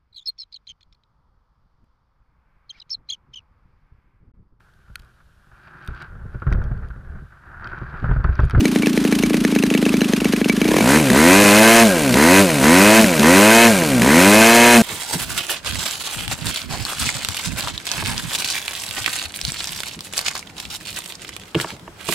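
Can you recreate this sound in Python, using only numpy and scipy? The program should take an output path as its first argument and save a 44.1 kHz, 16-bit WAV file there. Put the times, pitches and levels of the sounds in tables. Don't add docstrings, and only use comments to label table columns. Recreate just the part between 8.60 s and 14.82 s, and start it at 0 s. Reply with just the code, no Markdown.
import sys
import numpy as np
from scipy import signal
from scipy.fft import rfft, irfft, next_fast_len
from scipy.io import wavfile
from scipy.ndimage import uniform_filter1d

SR = 44100
rng = np.random.default_rng(int(sys.argv[2]) if len(sys.argv) > 2 else 0)


def volts_from_decibels(level):
    exponent = np.asarray(level, float) / 20
    return 10 ** exponent


def log_audio(samples):
    frames = np.atleast_2d(samples).T
    limited = np.clip(frames, -1, 1)
    pcm = np.round(limited * 32767).astype(np.int16)
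    wavfile.write(sys.argv[1], SR, pcm)


N = 274302


def rms_one(x):
    return x / np.sqrt(np.mean(x ** 2) + 1e-20)


def coloured(x, points):
    size = next_fast_len(N)
    hz = np.arange(size // 2 + 1) * SR / size + 1
    at_hz, db = np.transpose(points)
    gain = volts_from_decibels(np.interp(np.log(hz), np.log(at_hz), db))
    return irfft(rfft(x, size) * gain, size)[..., :N]


def noise(points):
    return rms_one(coloured(rng.standard_normal(N), points))


def drift(rate_hz):
    r = np.exp(-2 * np.pi * rate_hz / SR)
    return rms_one(signal.lfilter([1], [1, -2 * r, r * r], rng.standard_normal(N + SR))[SR:])


def filtered(x, order, hz, kind="low"):
    return signal.sosfilt(signal.butter(order, hz, kind, fs=SR, output="sos"), x)


def ring(clicks, hz, t60_s):
    r, w = volts_from_decibels(-60 / (t60_s * SR)), 2 * np.pi * hz / SR
    return signal.lfilter([0, np.sin(w)], [1, -2 * r * np.cos(w), r * r], clicks + 1e-18)


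def body(at, level_db, modes, spread_db):
    out, chance = np.zeros(N), rng.standard_normal((len(at), len(modes)))
    for k, (hz, mode_db, t60_s) in enumerate(modes):
        clicks = np.zeros(N)
        clicks[at] = volts_from_decibels(level_db + mode_db + spread_db * chance[:, k])
        out += (-1) ** k * ring(clicks, hz, t60_s)
    return out


def puffs(at, level_db, rise_s):
    clicks, r = np.zeros(N), np.exp(-1 / (rise_s * SR))
    clicks[at] = volts_from_decibels(level_db)
    return signal.lfilter([np.e * (1 - r)], [1, -2 * r, r * r], clicks + 1e-18)


# (frequency [Hz], relative density [dB])
RUSH = [(250, -30), (500, 12), (750, 7), (1200, 8), (2500, 6), (4200, 2.5), (6400, -2.5), (9400, -2.5),
        (14000, -11), (15800, -30)]
# (frequency [Hz], relative density [dB])
WIND = [(12, -18), (25, -20), (55, -7), (80, -32), (150, -13.5)]


def slipstream(rush_db=-33.5, wind_db=-36.5):
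    rush = volts_from_decibels(rush_db + 2.45 * drift(47)) * noise(RUSH)
    lumps = rms_one(coloured(rng.standard_normal((2, N)), WIND + [(600, -60)]))
    wind = lumps[0] + .25 * lumps[1] * [[1], [-1]]
    return rush + volts_from_decibels(wind_db + 2.0 * drift(3)) * wind


# (opens [s], shuts [s], torque factor [ratio])
BLIPS = [(1.98, 2.372, .962), (2.51, 2.84, .981), (2.872, 3.222, .984), (3.528, 3.8, 1.01),
         (4.007, 4.398, 1.018), (4.607, 5.069, 1.036), (5.41, 6.166, 1.016)]
LEVER_TRAVEL_S = .097


def throttle(s, run_on_s=0):
    total = 0
    for opens_s, shuts_s, share in BLIPS:
        opening = np.clip((s - opens_s) / LEVER_TRAVEL_S + .5, 0, 1)
        closing = np.clip((shuts_s + run_on_s - s) / LEVER_TRAVEL_S + .5, 0, 1)
        total = total + share * opening * closing
    return total


PICKUP_TURNS_PER_S, BEST_TURNS_PER_S = 52.8, 99.2
PULL_TURNS_PER_S2, PULL_LOSS_PER_TURN = 353.5, .0456
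FRICTION_PER_S, PROP_DRAG_PER_TURN = .857, .016


def spin_up(start_s):
    step_s, speeds = 1 / 500, [PICKUP_TURNS_PER_S]
    s = np.arange(start_s, N / SR + step_s, step_s)
    for opening in throttle(s[:-1]):
        v = speeds[-1]
        pull = opening * (PULL_TURNS_PER_S2 - PULL_LOSS_PER_TURN * (v - BEST_TURNS_PER_S) ** 2)
        drag = FRICTION_PER_S * v + PROP_DRAG_PER_TURN * v ** 2
        speeds.append(v + step_s * (pull - drag))
    return np.interp(np.arange(N) / SR, s, speeds)


# (time [s], relative crack level [dB], relative fin ping level [dB])
FIRINGS = [(0.053, -9.5, -19), (0.158, -13, -27), (0.231, -30, -24), (0.268, -10, -27), (0.374, -12, -34),
           (0.449, -14.5, -32), (0.523, -10, -12), (0.634, -12, -17), (0.705, -26, -35), (0.741, -12, -21),
           (0.848, -10.5, -31), (0.923, -28, -25), (0.96, -16, -17), (1.035, -12, -29), (1.111, -23, -34),
           (1.148, -15, -17), (1.225, -20, -26), (1.262, -16, -17), (1.339, -15.5, -23), (1.415, -14, -26),
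           (1.533, -12, -32), (1.616, -29, -29), (1.653, -17.5, -16), (1.734, -16.5, -21),
           (1.813, -19, -21), (1.857, -26, -30), (1.895, -11.5, -13), (2.014, -10.5, -16),
           (2.053, -18.5, -21), (2.086, -19, -23), (2.115, -18, -34), (2.141, -19, -30), (2.165, -10, -20),
           (2.185, -16, -36), (2.206, -13, -15)]
IDLE_TURN_S = .038


def crank():
    s, fired_s = np.arange(N) / SR, np.array(FIRINGS)[:, 0]
    steps = np.maximum(1, np.round(np.diff(fired_s) / IDLE_TURN_S))
    idle = np.interp(s, np.r_[fired_s[0] - 2 * IDLE_TURN_S, fired_s], np.r_[-2, 0, np.cumsum(steps)])
    speed = spin_up(fired_s[-1]) * (1 + .002 * drift(20))
    return idle + np.cumsum(speed * (s > fired_s[-1])) / SR


def passes(turns):
    return np.flatnonzero(np.diff(np.floor(turns)) > 0) + 1


# (time [s], relative peak level [dB])
SNAPS = [(0.0064, -7), (0.2225, -6), (0.26, -3), (0.4758, -9), (0.5878, -8), (0.626, -9), (0.9508, -3),
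         (0.9874, -4), (1.026, -3), (1.1023, -3), (1.1392, -1.5), (1.1758, -3), (1.2535, -2), (1.292, -2),
         (1.3685, -9), (1.408, -3), (1.4437, -6), (1.5627, -10), (1.603, -5), (1.6456, -3), (1.7628, -7),
         (1.8442, -3), (1.8865, -12), (2.0436, -14)]
# (frequency [Hz], relative density [dB])
GULP = [(500, -7), (1200, 2.5), (2600, 7), (4200, 1.5), (5400, 0), (6400, 2), (7500, -7), (9500, -1),
        (12000, -8.5), (15800, -6.5)]
SNAP_HZ, SNAP_SCATTER_RATIO = 2680, .03
SNAP_LEAD_TURNS = 0.28


def intake_snaps(turns, faint_db=-25.5):
    s, peak_db = np.transpose(SNAPS)
    hz = SNAP_HZ * (1 + SNAP_SCATTER_RATIO * rng.standard_normal(len(s)))
    loud = np.round(s * SR).astype(int)
    every = passes(turns + SNAP_LEAD_TURNS)
    every = every[every < FIRINGS[-1][0] * SR]
    uneven_db = 2 * rng.standard_normal(len(every))
    gulp = puffs(every, faint_db + uneven_db, 0.0035) + puffs(loud, peak_db - 18.0, 0.00044)
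    out = gulp * noise(GULP)
    age_s = np.arange(SR // 50) / SR
    envelope = age_s / 0.0018 * np.exp(1 - age_s / 0.00099)
    for start, level_db, pitch_hz in zip(loud, peak_db, hz):
        snap = np.sin(2 * np.pi * pitch_hz * age_s) * envelope
        out[start:start + len(age_s)] += volts_from_decibels(level_db - 7.5) * snap
    return out


# (frequency [Hz], relative level [dB], t60 [s])
MUFFLER = [(182, -9, 0.059), (217.9, 2.5, 0.09), (400.4, -8, 0.12), (647, -30, 0.063), (1130, -32.5, 0.057)]
# (frequency [Hz], relative level [dB], t60 [s])
CASING = [(1676, 10, 0.019), (1950, 17.5, 0.0054), (2490, 7.5, 0.0099), (3120, -0.5, 0.019),
          (3740, -16, 0.0097), (4060, -1.5, 0.039), (5600, -35, 0.016), (6360, -1.5, 0.03)]
# (time [s], relative intake hum level [dB], relative unfired puff level [dB])
IDLE = [(0.0, -22, -11), (0.07, -27.5, -15), (1.39, -28.5, -12), (1.52, -34, -14), (1.98, -34, -13),
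        (2.08, -26.5, -19), (2.14, -22, -36), (2.2, -10, -20)]
PORT_HZ, PORT_T60_S = 370, .028
FIN_HZ, FIN_T60_S = 2290, 0.054
FULL_BLAST_DB, FULL_CRACK_DB, BLAST_DB_PER_CRACK_DB = 0.6, -16, 0.29


def idling(turns, refill_db=1.5, fade_db=-2.5, hum_hz=288):
    n = np.arange(N)
    s, crack_db, ping_db = np.transpose(FIRINGS)
    blast_db = FULL_BLAST_DB + BLAST_DB_PER_CRACK_DB * np.minimum(crack_db - FULL_CRACK_DB, 0)
    idle_s, hum_points, puff_points = np.transpose(IDLE)
    hum_db, puff_db = (np.interp(n / SR, idle_s, points) for points in (hum_points, puff_points))
    fired = np.round(s * SR).astype(int)
    every = passes(turns)
    last = np.maximum(np.searchsorted(fired, n) - 1, 0)
    turns_since = np.abs(turns - turns[fired[last]])

    is_unfired = np.abs(every[:, None] - fired).min(axis=1) > SR // 100
    unfired = every[(every < fired[-1]) & is_unfired]
    soft_db = puff_db[unfired] + 4.0 + refill_db * np.round(turns_since[unfired])
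    soft = filtered(body(unfired, soft_db, MUFFLER, spread_db=.7), 2, 330)

    blast = body(fired, blast_db - 5.0, MUFFLER, spread_db=.7)
    port_thud = body(fired + SR // 1500, blast_db - 1.5, [(PORT_HZ, 0, PORT_T60_S)], spread_db=0)
    blast = filtered(blast + port_thud, 1, 1100)

    late = fired + SR // 600
    crack = body(late, crack_db - 13.5, CASING, spread_db=3.5)
    crack += body(late, ping_db, [(FIN_HZ, 0, FIN_T60_S)], spread_db=4.5)
    spit = puffs(late, crack_db - 6.0, 0.0012) * noise(GULP)

    start = np.r_[0, every][np.searchsorted(every, n, side="right")]
    phase = 2 * np.pi * hum_hz * (n - start) / SR
    opening = np.clip((turns % 1 - .3) / .12, 0, 1) * np.clip((1 - turns % 1) / .2, 0, 1)
    hum = volts_from_decibels(hum_db + 13.0 + fade_db * np.floor(turns_since)) * opening
    hum *= np.sin(phase) + 0.041 * np.sin(2 * phase)
    hum *= np.clip((fired[-1] - n) / (.15 * SR), 0, 1)

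    port = np.clip((.42 - turns % 1) / .22, .1, 1)
    port = np.maximum(port, n > fired[-1])
    exhaust = filtered(port * (blast + soft), 2, 130, "high")
    return crack - exhaust + spit + hum


# (speed [turns/s], drone near 250 Hz [dB],
# bark near 700 Hz [dB], rasp near 2200 Hz [dB], hiss [dB])
OPEN = [(35, -33, -25.5, -26, -30), (58, -18.5, -21.5, -35, -23), (68.2, -16.5, -17, -14.5, -19),
        (97, -13.5, -11.5, -12.5, -14), (99.6, -13, -11.5, -15, -14.5), (118.3, -19, -7.5, -10.5, -13)]
# (speed [turns/s], drone [dB], bark [dB], rasp [dB], hiss [dB])
SHUT = [(61.5, -17, -21, -47, -24.5), (81, -22, -13.5, -35, -22.5), (81.5, -19.5, -20, -15, -24.5),
        (97, -18, -12.5, -55, -20.5)]
SOUND_LAG_S, RUN_ON_S, SOUND_STEEPNESS = .008, .022, 1.6
HALF_SHUT_BOOM_DB = 3.5


def levels(speed):
    lever = np.clip(throttle(np.arange(N) / SR - SOUND_LAG_S, RUN_ON_S), 0, 1)
    load = np.clip((lever - .5) * SOUND_STEEPNESS + .5, 0, 1)

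    def at_speed(rows):
        turns_per_s, *columns = np.transpose(rows)
        return np.array([np.interp(speed, turns_per_s, column) for column in columns])

    drone_db, *rest = load * at_speed(OPEN) + (1 - load) * at_speed(SHUT)
    closing = uniform_filter1d(-np.gradient(lever) * SR * LEVER_TRAVEL_S, SR // 40)
    return drone_db + HALF_SHUT_BOOM_DB * np.clip(closing, 0, 1), *rest, load


# (multiple of turn rate [ratio], gain [dB])
BLADES = [(1, 3), (2, 7), (3, 5), (4, 3.5), (6, 2.5), (7, -2.5), (9, -4)]
# (frequency [Hz], width [Hz], gain [dB])
PIPE = [(246, 123, 14.5), (525, 62, 8), (652, 88, 5.5), (987, 124, 10.5), (1260, 13, 3.5), (1566, 21, 17),
        (2090, 430, 7.5), (2539, 160, 12.5)]
MISFIRES_S = [2.395, 2.843, 4.42]
MISS_HALF_LENGTH_S, MISS_LOW_LOSS_DB, MISS_HIGH_LOSS_DB = .005, 12, 6
ODD_LOSS_DB, SLIP_TURNS, COAST_DULL_DB_PER_OCTAVE = 7.0, .12, 7


def harmonics(turns, speed, drone_db, bark_db, rasp_db, load):
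    time_s = np.arange(N) / SR
    missed = sum(np.exp(-((time_s - at_s) / MISS_HALF_LENGTH_S) ** 2) for at_s in MISFIRES_S)
    stack, blade_db, coast = np.zeros(N), dict(BLADES), 1 - load
    for k in range(1, 29):
        hz = k * speed
        upper = np.clip(np.log(hz / 250) / np.log(700 / 250), 0, 1)
        top = np.clip(np.log(hz / 700) / np.log(2200 / 700), 0, 1)
        level_db = drone_db - 14.5 + upper * (bark_db - drone_db + 1.5) + top * (rasp_db - bark_db - 7.5)
        level_db += sum(db / (1 + (2 * (hz - at_hz) / width_hz) ** 2) for at_hz, width_hz, db in PIPE)
        level_db += blade_db.get(k, 0)
        level_db -= COAST_DULL_DB_PER_OCTAVE * coast * np.maximum(np.log2(hz / 600), 0)
        level_db -= ODD_LOSS_DB * coast * (k % 2)
        level_db -= missed * (MISS_LOW_LOSS_DB if k < 4 else MISS_HIGH_LOSS_DB)
        lag = np.pi * (.17 * speed / 117 * min(k, 7) ** 2 - SLIP_TURNS * coast * min(k, 4) ** 2)
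        lag += sum(np.arctan(2 * (hz - at_hz) / width_hz) for at_hz, width_hz, _ in PIPE[3:])
        waver_db, jitter = 1.4 * drift(15), (.02 - .01 * load) * k * drift(40)
        stack += volts_from_decibels(level_db + waver_db) * np.cos(2 * np.pi * k * turns - lag + jitter)
    return stack


# (time [s], relative crack level [dB])
CATCHES = [(2.501, -8), (2.531, -17), (3.541, -10), (4.443, -7.5), (4.595, -8.5), (4.623, -24), (4.63, -13),
           (5.419, -7), (5.435, -17)]
COAST_PING_DB = -27


def rattling(turns, speed, rasp_db, load):
    shut = passes(turns + SNAP_LEAD_TURNS)
    shut = shut[shut > BLIPS[0][0] * SR]
    rattle = body(shut, rasp_db[shut] - 9.0, CASING, spread_db=1)
    catch_s, catch_db = np.transpose(CATCHES)
    caught = np.round(catch_s * SR).astype(int)
    rattle += body(caught, catch_db - 13.0, CASING, spread_db=1.5)
    rattle += puffs(caught, catch_db - 3.0, 0.0011) * noise(GULP)
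    rattle -= body(caught, catch_db + 1.0, MUFFLER, spread_db=1)
    every = passes(turns)
    every = every[every > FIRINGS[-1][0] * SR + SR // 200]
    thud_db = rasp_db[every] + 11.0 - 0.27 * (speed[every] - 60)
    rattle -= body(every, thud_db, [(PORT_HZ, 0, PORT_T60_S)], spread_db=1.5)
    ping_db = COAST_PING_DB - 20 * load[every] + 2.0 * drift(0.77)[every]
    return rattle + body(every, ping_db, [(FIN_HZ, 0, FIN_T60_S / 2)], spread_db=1.5)


# (frequency [Hz], relative density [dB])
JET = [(200, -18), (500, -1.5), (1000, -7.5), (1600, -4), (2500, -1), (3400, -9), (4200, -7.5), (5000, -10),
       (9500, -8.5), (12000, -14.5), (15800, -16.5)]


def gas_hiss(turns, hiss_db, load, gating=0.59):
    gate = 1 - gating * (1 - 1.59 * np.exp(-3.0 * (turns % 1)))
    jet = noise(JET)
    hollow = rms_one(ring(jet, 1610, 0.04)) * volts_from_decibels(-14 - 12 * load + 2 * drift(4))
    return volts_from_decibels(hiss_db + 3.5 + 0.75 * drift(37)) * (gate * jet + hollow)


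def revving(turns):
    speed = uniform_filter1d(np.gradient(turns) * SR, SR // 40)
    drone_db, bark_db, rasp_db, hiss_db, load = levels(speed)
    stack = harmonics(turns, speed, drone_db, bark_db, rasp_db, load)
    opened = np.clip((np.arange(N) / SR - BLIPS[0][0]) / 0.12, 0, 1)
    return rattling(turns, speed, rasp_db, load) + opened * (gas_hiss(turns, hiss_db, load) + stack)


# (frequency [Hz], gain [dB])
SIDEWAYS = [(60, -13), (110, -15), (200, -29), (380, -26), (700, -24), (1290, -21), (2380, -18),
            (4400, -21), (8120, -20), (15000, -10)]


def scene():
    turns = crank()
    engine = idling(turns) + intake_snaps(turns) + revving(turns)
    lags, signs = rng.integers(SR // 1000, SR // 40, 40), rng.choice([-1, 1], 40)
    scattered = sum(np.roll(engine, lag) * sign for lag, sign in zip(lags, signs))
    echoes = .12 * engine + scattered / np.sqrt(len(lags))
    return slipstream() + engine + coloured(echoes, SIDEWAYS) * [[1], [-1]]


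def top_cut(x):
    return signal.sosfilt(signal.butter(12, 16000, fs=SR, output="sos"), x)


def record(dry):
    cut = filtered(dry, 2, 60, "high")
    squeezed = cut / (1 + np.abs(cut / .8) ** 3) ** (1 / 3)
    mix = signal.sosfilt(signal.cheby2(12, 60, 15900, fs=SR, output="sos"), squeezed)
    return top_cut(mix)


dry = scene()
out = record(dry)
log_audio(out)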